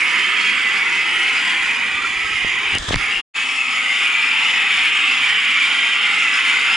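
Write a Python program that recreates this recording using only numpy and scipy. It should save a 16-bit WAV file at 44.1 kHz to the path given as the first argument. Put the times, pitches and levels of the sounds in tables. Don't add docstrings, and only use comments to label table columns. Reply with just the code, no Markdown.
import sys
import numpy as np
from scipy import signal
from scipy.fft import rfft, irfft
from scipy.io import wavfile
from scipy.ndimage import uniform_filter1d, map_coordinates

SR = 44100
rng = np.random.default_rng(int(sys.argv[2]) if len(sys.argv) > 2 else 0)


def invert_db(x):
    u = np.asarray(x, float) / 20
    return 10 ** u


def unload_wav(signal):
    wavfile.write(
        sys.argv[1],
        SR,
        np.round(np.clip(np.atleast_2d(signal).T, -1, 1) * 32767).astype(np.int16),
    )


N = 298116
SCENE_CHANGE_S = 3.28

# time in seconds, howl level in dB, strongest howl pitch in Hz,
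# left minus right in dB, nozzle turn towards the camera in dB.
TORCH_MOVES = [
    [(0.0, -17, 2420, -3.5, -1.5), (0.11, -17.5, 2150, -4, 1.5), (1.18, -17.5, 2270, -1, 0),
     (1.4, -18, 2520, 0.0, 1), (2.24, -21.5, 2140, -2.5, 1), (2.46, -19.5, 2200, -4.0, -2.5),
     (2.74, -19.5, 2560, 0.5, 1)],
    [(3.02, -22, 2050, -4, 2), (3.138, -20.5, 2720, 3.5, -0.5), (3.19, -23.5, 2700, 4, 0.5)],
    [(3.39, -22, 2460, 2.0, -1), (3.59, -21.5, 2510, 1.5, -0.5), (3.81, -19.5, 2180, 1, -1),
     (4.28, -17.5, 2400, 1.0, -1.5), (5.6, -17.5, 2420, -1, -1.5), (5.98, -17.5, 2680, 0, 0.5),
     (6.09, -18, 2200, -0.5, -0.5), (6.76, -17.5, 2180, 0.0, 1.5)],
]
# frequency in Hz, density in dB per Hz.
HOWL_SPECTRA = [
    [(1060, -54.5), (1800, -10.5), (1990, -3.5), (2300, -5), (3220, -9), (3600, -20.5), (4680, -63),
     (7920, -120)],
    [(1060, -36.5), (1800, -11), (2050, -2), (2350, -4), (2930, -5), (3180, -6.5), (3350, -10.5),
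     (3600, -13), (4680, -49), (7920, -120)],
]
FLAME_SPECTRA = [
    [(400, -49), (680, -22), (774, -12), (1120, -6.5), (1290, -2), (1700, -8), (1850, -11.5), (2400, -41),
     (4070, -120)],
    [(400, -48), (680, -21.5), (791, -9.5), (1000, -8.5), (1130, -2), (1720, -4.5), (1850, -10.5),
     (2400, -39), (4070, -120)],
]
HISS_SPECTRA = [
    [(2060, -45), (3500, -0.5), (3930, -3), (4390, -8.5), (4720, -3.5), (5050, -2.5), (5900, -13),
     (6780, -7.5), (7220, -12.5), (8640, -13), (9330, -19), (10300, -14.5), (11100, -23), (14400, -66.5),
     (22000, -120)],
    [(2060, -41), (3500, -5.5), (4080, -11), (5330, -7.5), (5950, -20), (6280, -19), (6620, -9),
     (6880, -8.5), (7430, -17), (8190, -15), (9150, -23.5), (10400, -18), (11100, -27.5), (14400, -55.5),
     (22000, -120)],
]
ROAR_SPECTRA = [
    [(82, -47), (140, -9), (188, -7), (216, -3), (355, -1.5), (419, 0), (574, -12), (720, -28), (940, -40),
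     (1580, -120)],
    [(82, -40), (140, -9.5), (268, 3.5), (302, -2), (394, -4.5), (434, -0.5), (645, -12.5), (720, -4),
     (940, -30), (1580, -120)],
]
# frequency in Hz, left minus right in dB.
PORT_LEAN_DB = [
    [(60, 4.5), (90, 0.5), (130, -4), (200, 2), (300, 0.5), (450, -4), (680, 1.5), (1020, 1.5), (1530, -5),
     (2290, -13), (3440, 0.5), (5150, -1), (7720, -2.5), (11600, -2.5)],
    [(60, 15), (90, 6), (130, -4), (200, 1), (300, -0.5), (450, -1), (680, 2), (1020, 1), (1530, -3.5),
     (2290, -4), (3440, -2), (5150, 1.5), (7720, -3), (11600, -2.5)],
]
# frequency in Hz, left-right likeness from 0 to 1.
PORT_LIKENESS = [(40, .85), (130, .5), (270, 0.9), (550, 0.4), (900, 0.79), (1500, 0.9), (2300, 0.87),
                 (3400, 0.97), (4000, 0.78), (4750, 0.75), (5600, 0.96), (7800, 0.38), (9260, 0.8),
                 (10900, 0.4)]
# frequency in Hz, lead of the left port in radians.
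PORT_LEAD_RAD = [(40, -.2), (300, -1.05), (450, -1.3), (600, -3.2), (740, -1.2), (870, -.65), (1600, -.8),
                 (2020, -.2), (3400, -.45), (4700, -.25), (6600, -.7), (7840, -1.2), (8900, -.1),
                 (11000, -.05)]
# centre in seconds, length in seconds, frequency in Hz, gain in dB.
GRILL_ECHOES = [(.55, 0.24, 4470, 9), (.5, 0.32, 382, 4), (2.2, 1, 6800, 4.5), (2.752, .05, 2830, 7),
                (3.173, 0.069, 2870, 10.5), (3.6, 0.069, 2620, 7), (4.2, 0.24, 2360, 5),
                (5.55, .45, 3090, 6), (6.5, 1, 1374, 7.5)]
# time in seconds, frequency in Hz, depth in dB.
PAVING_NOTCH = [(.1, 810, -7), (.5, 836, -18), (.75, 1000, -1.5), (1.1, 1150, -9), (1.7, 1245, -9),
                (2.2, 1460, -6), (2.5, 1475, -0.5), (3.45, 1490, -12), (3.9, 1690, -8)]
# time in seconds, open path in dB.
PORT_COVER = [
    (2.755, 0),
    (2.78, -5.5),
    (2.79, -21),
    (2.9, -21),
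    (2.94, -4.5),
    (2.965, -9.5),
    (2.99, -0.5),
    (3.03, 1.11),
]
# time in seconds, peak in dB, direction as a sign.
KNOCKS = [(2.4479, -14, 1), (2.7542, -13.5, -1), (2.775, -17, 1), (2.9087, -5, 1), (2.9335, -7, -1),
          (2.9436, -6.5, -1)]
# time in seconds, peak in dB, half-width in ms.
SQUEEZES = [(2.735, -32, 1.7), (2.805, -23, 4.5), (2.826, -28, 4.3), (2.887, -22.5, 2), (2.965, -20, 3.5),
            (3.175, -31.5, 8.3)]
# time in seconds, peak in dB, centre in
# Hz, length in ms.
NAIL_CLICKS = [(2.7505, -14, 5000, 3), (2.7838, -9.5, 4300, 2.2), (2.918, -12, 2900, 18),
               (2.9418, -5, 2100, 3), (2.9555, -13, 4300, 4.5), (2.959, -7, 1600, 2.5)]
# time in seconds, rumble level in dB.
HAND_SHIFTS = [(1.66, -44), (1.952, -51), (2.02, -52), (2.11, -50), (2.18, -44), (2.25, -48), (2.33, -41),
               (2.452, -33.5), (2.55, -45), (2.67, -40), (2.745, -24), (2.81, -37), (2.9, -28), (2.96, -22),
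               (3.085, -47), (3.175, -59)]
# frequency in Hz, density in dB per Hz.
RUMBLE_SPECTRUM = [(12, -36), (25, -4), (50, -4.5), (100, -6.5), (160, -13), (300, -18), (600, -120)]
# frequency in Hz, density in dB per Hz.
SKIN_SPECTRUM = [(150, -25), (250, -10), (850, -13.5), (1200, -4), (1480, -10), (1730, -1.5), (2100, -12),
                 (2700, -11), (3500, -2.5), (4200, -15), (7500, -17), (11100, -34.5), (14400, -69),
                 (22000, -120)]
# time in seconds, level in dB, frequency in Hz, 60 dB decay in seconds.
STRIP_TICKS = [
    (2.018, -21, 1370, .08),
    (2.045, -12, 1375, .06),
]


def unit(x):
    return x / np.sqrt(np.mean(x ** 2) + 1e-20)


def along(points, hz):
    point_hz, value = np.transpose(points)
    return np.interp(np.log(hz + 1), np.log(point_hz + 1), value)


def curves(rows):
    s, *columns = np.transpose(rows)
    return [np.interp(np.arange(N) / SR, s, column) for column in columns]


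def wobble(rate_hz):
    knots = rng.standard_normal(int(N * rate_hz / SR) + 4)
    return map_coordinates(knots, [np.arange(N) * rate_hz / SR])


def bump(x, centre, width):
    return np.exp(-((x - centre) / width) ** 2)


def torch():
    howl_db, _, pan_db, turn_db = curves(sum(TORCH_MOVES, []))
    swing_db = howl_db - howl_db.mean()
    second = np.arange(N) > SCENE_CHANGE_S * SR

    def follow(level_db, swing_share, turn_share, second_shot_db):
        return level_db + swing_share * swing_db + turn_share * turn_db + second_shot_db * second

    flame_db = follow(-30, 0.88, 1.1, 0.2)
    hiss_db = follow(-34.5, 0.59, 0.6, 0.35)
    roar_db = follow(-43, 0.7, 0.3, -3)
    hiss_db = hiss_db - 0.22 * curves(PORT_COVER)[0]
    flicker_db = 0.5 * wobble(14) + 0.22 * wobble(30)
    howl = layer(howl_db + flicker_db, HOWL_SPECTRA, 2 * [[(2400, 0.01)]],
                 patchy_db=-0.06, fringe_db=3.5, ridge_db=3.0)
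    flame = layer(flame_db + flicker_db, FLAME_SPECTRA, PORT_LEAN_DB, patchy_db=-0.65, fringe_db=3.0)
    hiss = layer(hiss_db + 1.84 * flicker_db + 0.97 * wobble(150), HISS_SPECTRA, PORT_LEAN_DB,
                 patchy_db=0.94, fringe_db=3.5)
    roar = layer(roar_db + 0.69 * flicker_db + 0.69 * wobble(7.8), ROAR_SPECTRA, PORT_LEAN_DB,
                 patchy_db=0.1, fringe_db=3.0)
    return howl * invert_db([pan_db / 2, -pan_db / 2]) + flame + hiss + roar


def layer(level_db, spectra, leans_db, patchy_db, fringe_db, ridge_db=0):
    pair = turbulence(patchy_db, fringe_db, ridge_db)
    first, second = (at_ports(pair, *shot) for shot in zip(spectra, leans_db))
    both = np.where(np.arange(N) < SCENE_CHANGE_S * SR, first, second)
    slow_power = uniform_filter1d(both.mean(0) ** 2, size=SR // 5)
    slow_power = uniform_filter1d(slow_power, size=SR // 5)
    return invert_db(level_db) * both / np.sqrt(abs(slow_power) + 1e-9)


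def turbulence(patchy_db, fringe_db, ridge_db):
    hz, t, z = signal.stft(rng.standard_normal((2, N)), SR, nperseg=2048, noverlap=1536)
    patches = smooth_field(z.shape[1:], rows=20, cols=4)
    passing = smooth_field(z.shape[1:], rows=2, cols=15)
    gain_db = patchy_db * patches + fringe_db * passing
    for s, length_s, centre_hz, db in GRILL_ECHOES:
        gain_db = gain_db + db * np.outer(bump(hz, centre_hz, 0.052 * centre_hz), bump(t, s, length_s))
    s, notch_hz, depth_db = np.transpose(PAVING_NOTCH)
    notch = bump(hz[:, None], np.interp(t, s, notch_hz), 70.4)
    gain_db = gain_db + np.interp(t, s, depth_db, right=0) * notch
    s, _, ridge_hz, *_ = np.transpose(sum(TORCH_MOVES, []))
    gain_db = gain_db + ridge_db * bump(hz[:, None], np.interp(t, s, ridge_hz), 270)
    return signal.istft(z * invert_db(gain_db), SR, nperseg=2048, noverlap=1536)[1][:, :N]


def smooth_field(shape, rows, cols):
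    field = rng.standard_normal(shape)
    for _ in range(2):
        field = uniform_filter1d(field, rows, 0)
        field = uniform_filter1d(field, cols, 1)
    return unit(field)


def at_ports(pair, spectrum, lean_db):
    hz = np.fft.rfftfreq(N, 1 / SR)
    alike = np.clip(along(PORT_LIKENESS, hz), 0, 1)
    lead_rad = along(PORT_LEAD_RAD, hz)
    lean = invert_db(along(lean_db, hz) / 2)
    shared, own = rfft(pair) * np.sqrt([1 + alike, 1 - alike])
    mean_power = lean ** 2 + lean ** -2 + 2 * alike * np.cos(lead_rad)
    gain = invert_db(along(spectrum, hz)) / np.sqrt(mean_power)
    port = lean * np.exp(0.5j * lead_rad)
    out = irfft(gain * np.array([(shared + own) * port, (shared - own) / port]), N)
    return out / np.std(out.mean(0))


def finger():
    pushes, clicks = np.zeros((2, N)), np.zeros((2, N + SR))
    t = np.arange(SR // 10) / SR
    port_delay_s = np.array([[-0.00015], [0.00015]])
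    for s, db, half_width_ms, direction in thumps():
        start = round(s * SR) - len(t) // 2
        late = (t - t.mean() + port_delay_s) / (half_width_ms / 1000)
        pushes[:, start:start + len(t)] += np.sign(direction) * invert_db(db) * np.exp(-late ** 2)
    for s, db, hz, length_ms in NAIL_CLICKS:
        top_ratio = 1.35 if length_ms > 10 else 1.9
        band = signal.butter(3, [hz / 1.7, hz * top_ratio], "bandpass", fs=SR)
        noise = rng.standard_normal(len(t)) + 0.5 * rng.standard_normal((2, len(t)))
        u = t / (length_ms / 1000)
        puff = signal.lfilter(*band, noise) * u * np.exp(-3 * u ** 2)
        clicks[:, round(s * SR):][:, :len(t)] += invert_db(db) * puff / abs(puff).max()
    leak = signal.butter(1, 20, "highpass", fs=SR)
    return signal.lfilter(*leak, pushes) + clicks[:, :N]


def thumps():
    knocks = [(s, db, 0.29, way) for s, db, way in KNOCKS]
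    rebounds = [(s + 0.002, db - 12, 2.4, -way) for s, db, way in KNOCKS]
    return knocks + rebounds + [(s, db, ms, 1) for s, db, ms in SQUEEZES]


def hand():
    t = np.arange(N) / SR
    rise_s, t60_s = 0.015, 0.16
    grip = invert_db(np.where(t < SCENE_CHANGE_S, -57, -65))
    for s, db in HAND_SHIFTS:
        rise = np.exp(-(np.minimum(t - s, 0) / rise_s) ** 2)
        grip = grip + invert_db(db - 60 * np.maximum(t - s, 0) / t60_s) * rise
    rub_s, rub_end_s, growth_db_per_s = 2.776, 2.935, 25
    slide = np.clip((t - rub_s) / 0.015, 0, 1) * np.clip(1 - (t - rub_end_s) / 0.012, 0, 1)
    rub = invert_db(-29 + growth_db_per_s * (t - rub_s)) * slide
    for slip_s, db in ((2.89, -25), (2.929, -27)):
        rub = rub + invert_db(db) * bump(t, slip_s, 0.007)
    rumble = grip * unit(invert_db(2.5 * wobble(30)) * coloured(RUMBLE_SPECTRUM, alike=0.75))
    return rumble + rub * unit(invert_db(1.3 * wobble(220)) * coloured(SKIN_SPECTRUM, alike=0.46))


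def coloured(spectrum, alike):
    gain = invert_db(along(spectrum, np.fft.rfftfreq(N, 1 / SR)))
    a, b = irfft(rfft(rng.standard_normal((2, N))) * gain, N)
    shared, own = np.sqrt(np.clip([1 + alike, 1 - alike], 0, 2))
    return unit(np.array([shared * a + own * b, shared * a - own * b]))


def strip():
    out, t = np.zeros(N + SR), np.arange(SR // 5) / SR
    for s, db, hz, t60_s in STRIP_TICKS:
        envelope = invert_db(db - 60 * t / t60_s) * (1 - np.exp(-t / 0.0016))
        out[round(s * SR):][:len(t)] += envelope * np.sin(2 * np.pi * hz * t)
    return out[:N] * invert_db([[-2.5], [2.5]])


def scene():
    return torch() * invert_db(curves(PORT_COVER)[0]) + hand() + finger() + strip()


def low_pass(x):
    return signal.sosfilt(signal.butter(12, 12170, fs=SR, output="sos"), x)


def record(dry):
    t = np.arange(N) / SR
    fade_out = np.cos(np.pi / 2 * np.clip((t - 3.197) / 0.02, 0, 1)) ** 2
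    fade_in = np.sin(np.pi / 2 * np.clip((t - 3.337) / 0.034, 0, 1)) ** 2
    held = dry / (1 + abs(dry / 0.7) ** 6) ** (1 / 6)
    top_hz = 11150
    limited = irfft(rfft(held) * (np.fft.rfftfreq(N, 1 / SR) < top_hz), N)
    return low_pass(limited * (fade_out + fade_in))


dry = scene()
out = record(dry)
unload_wav(out)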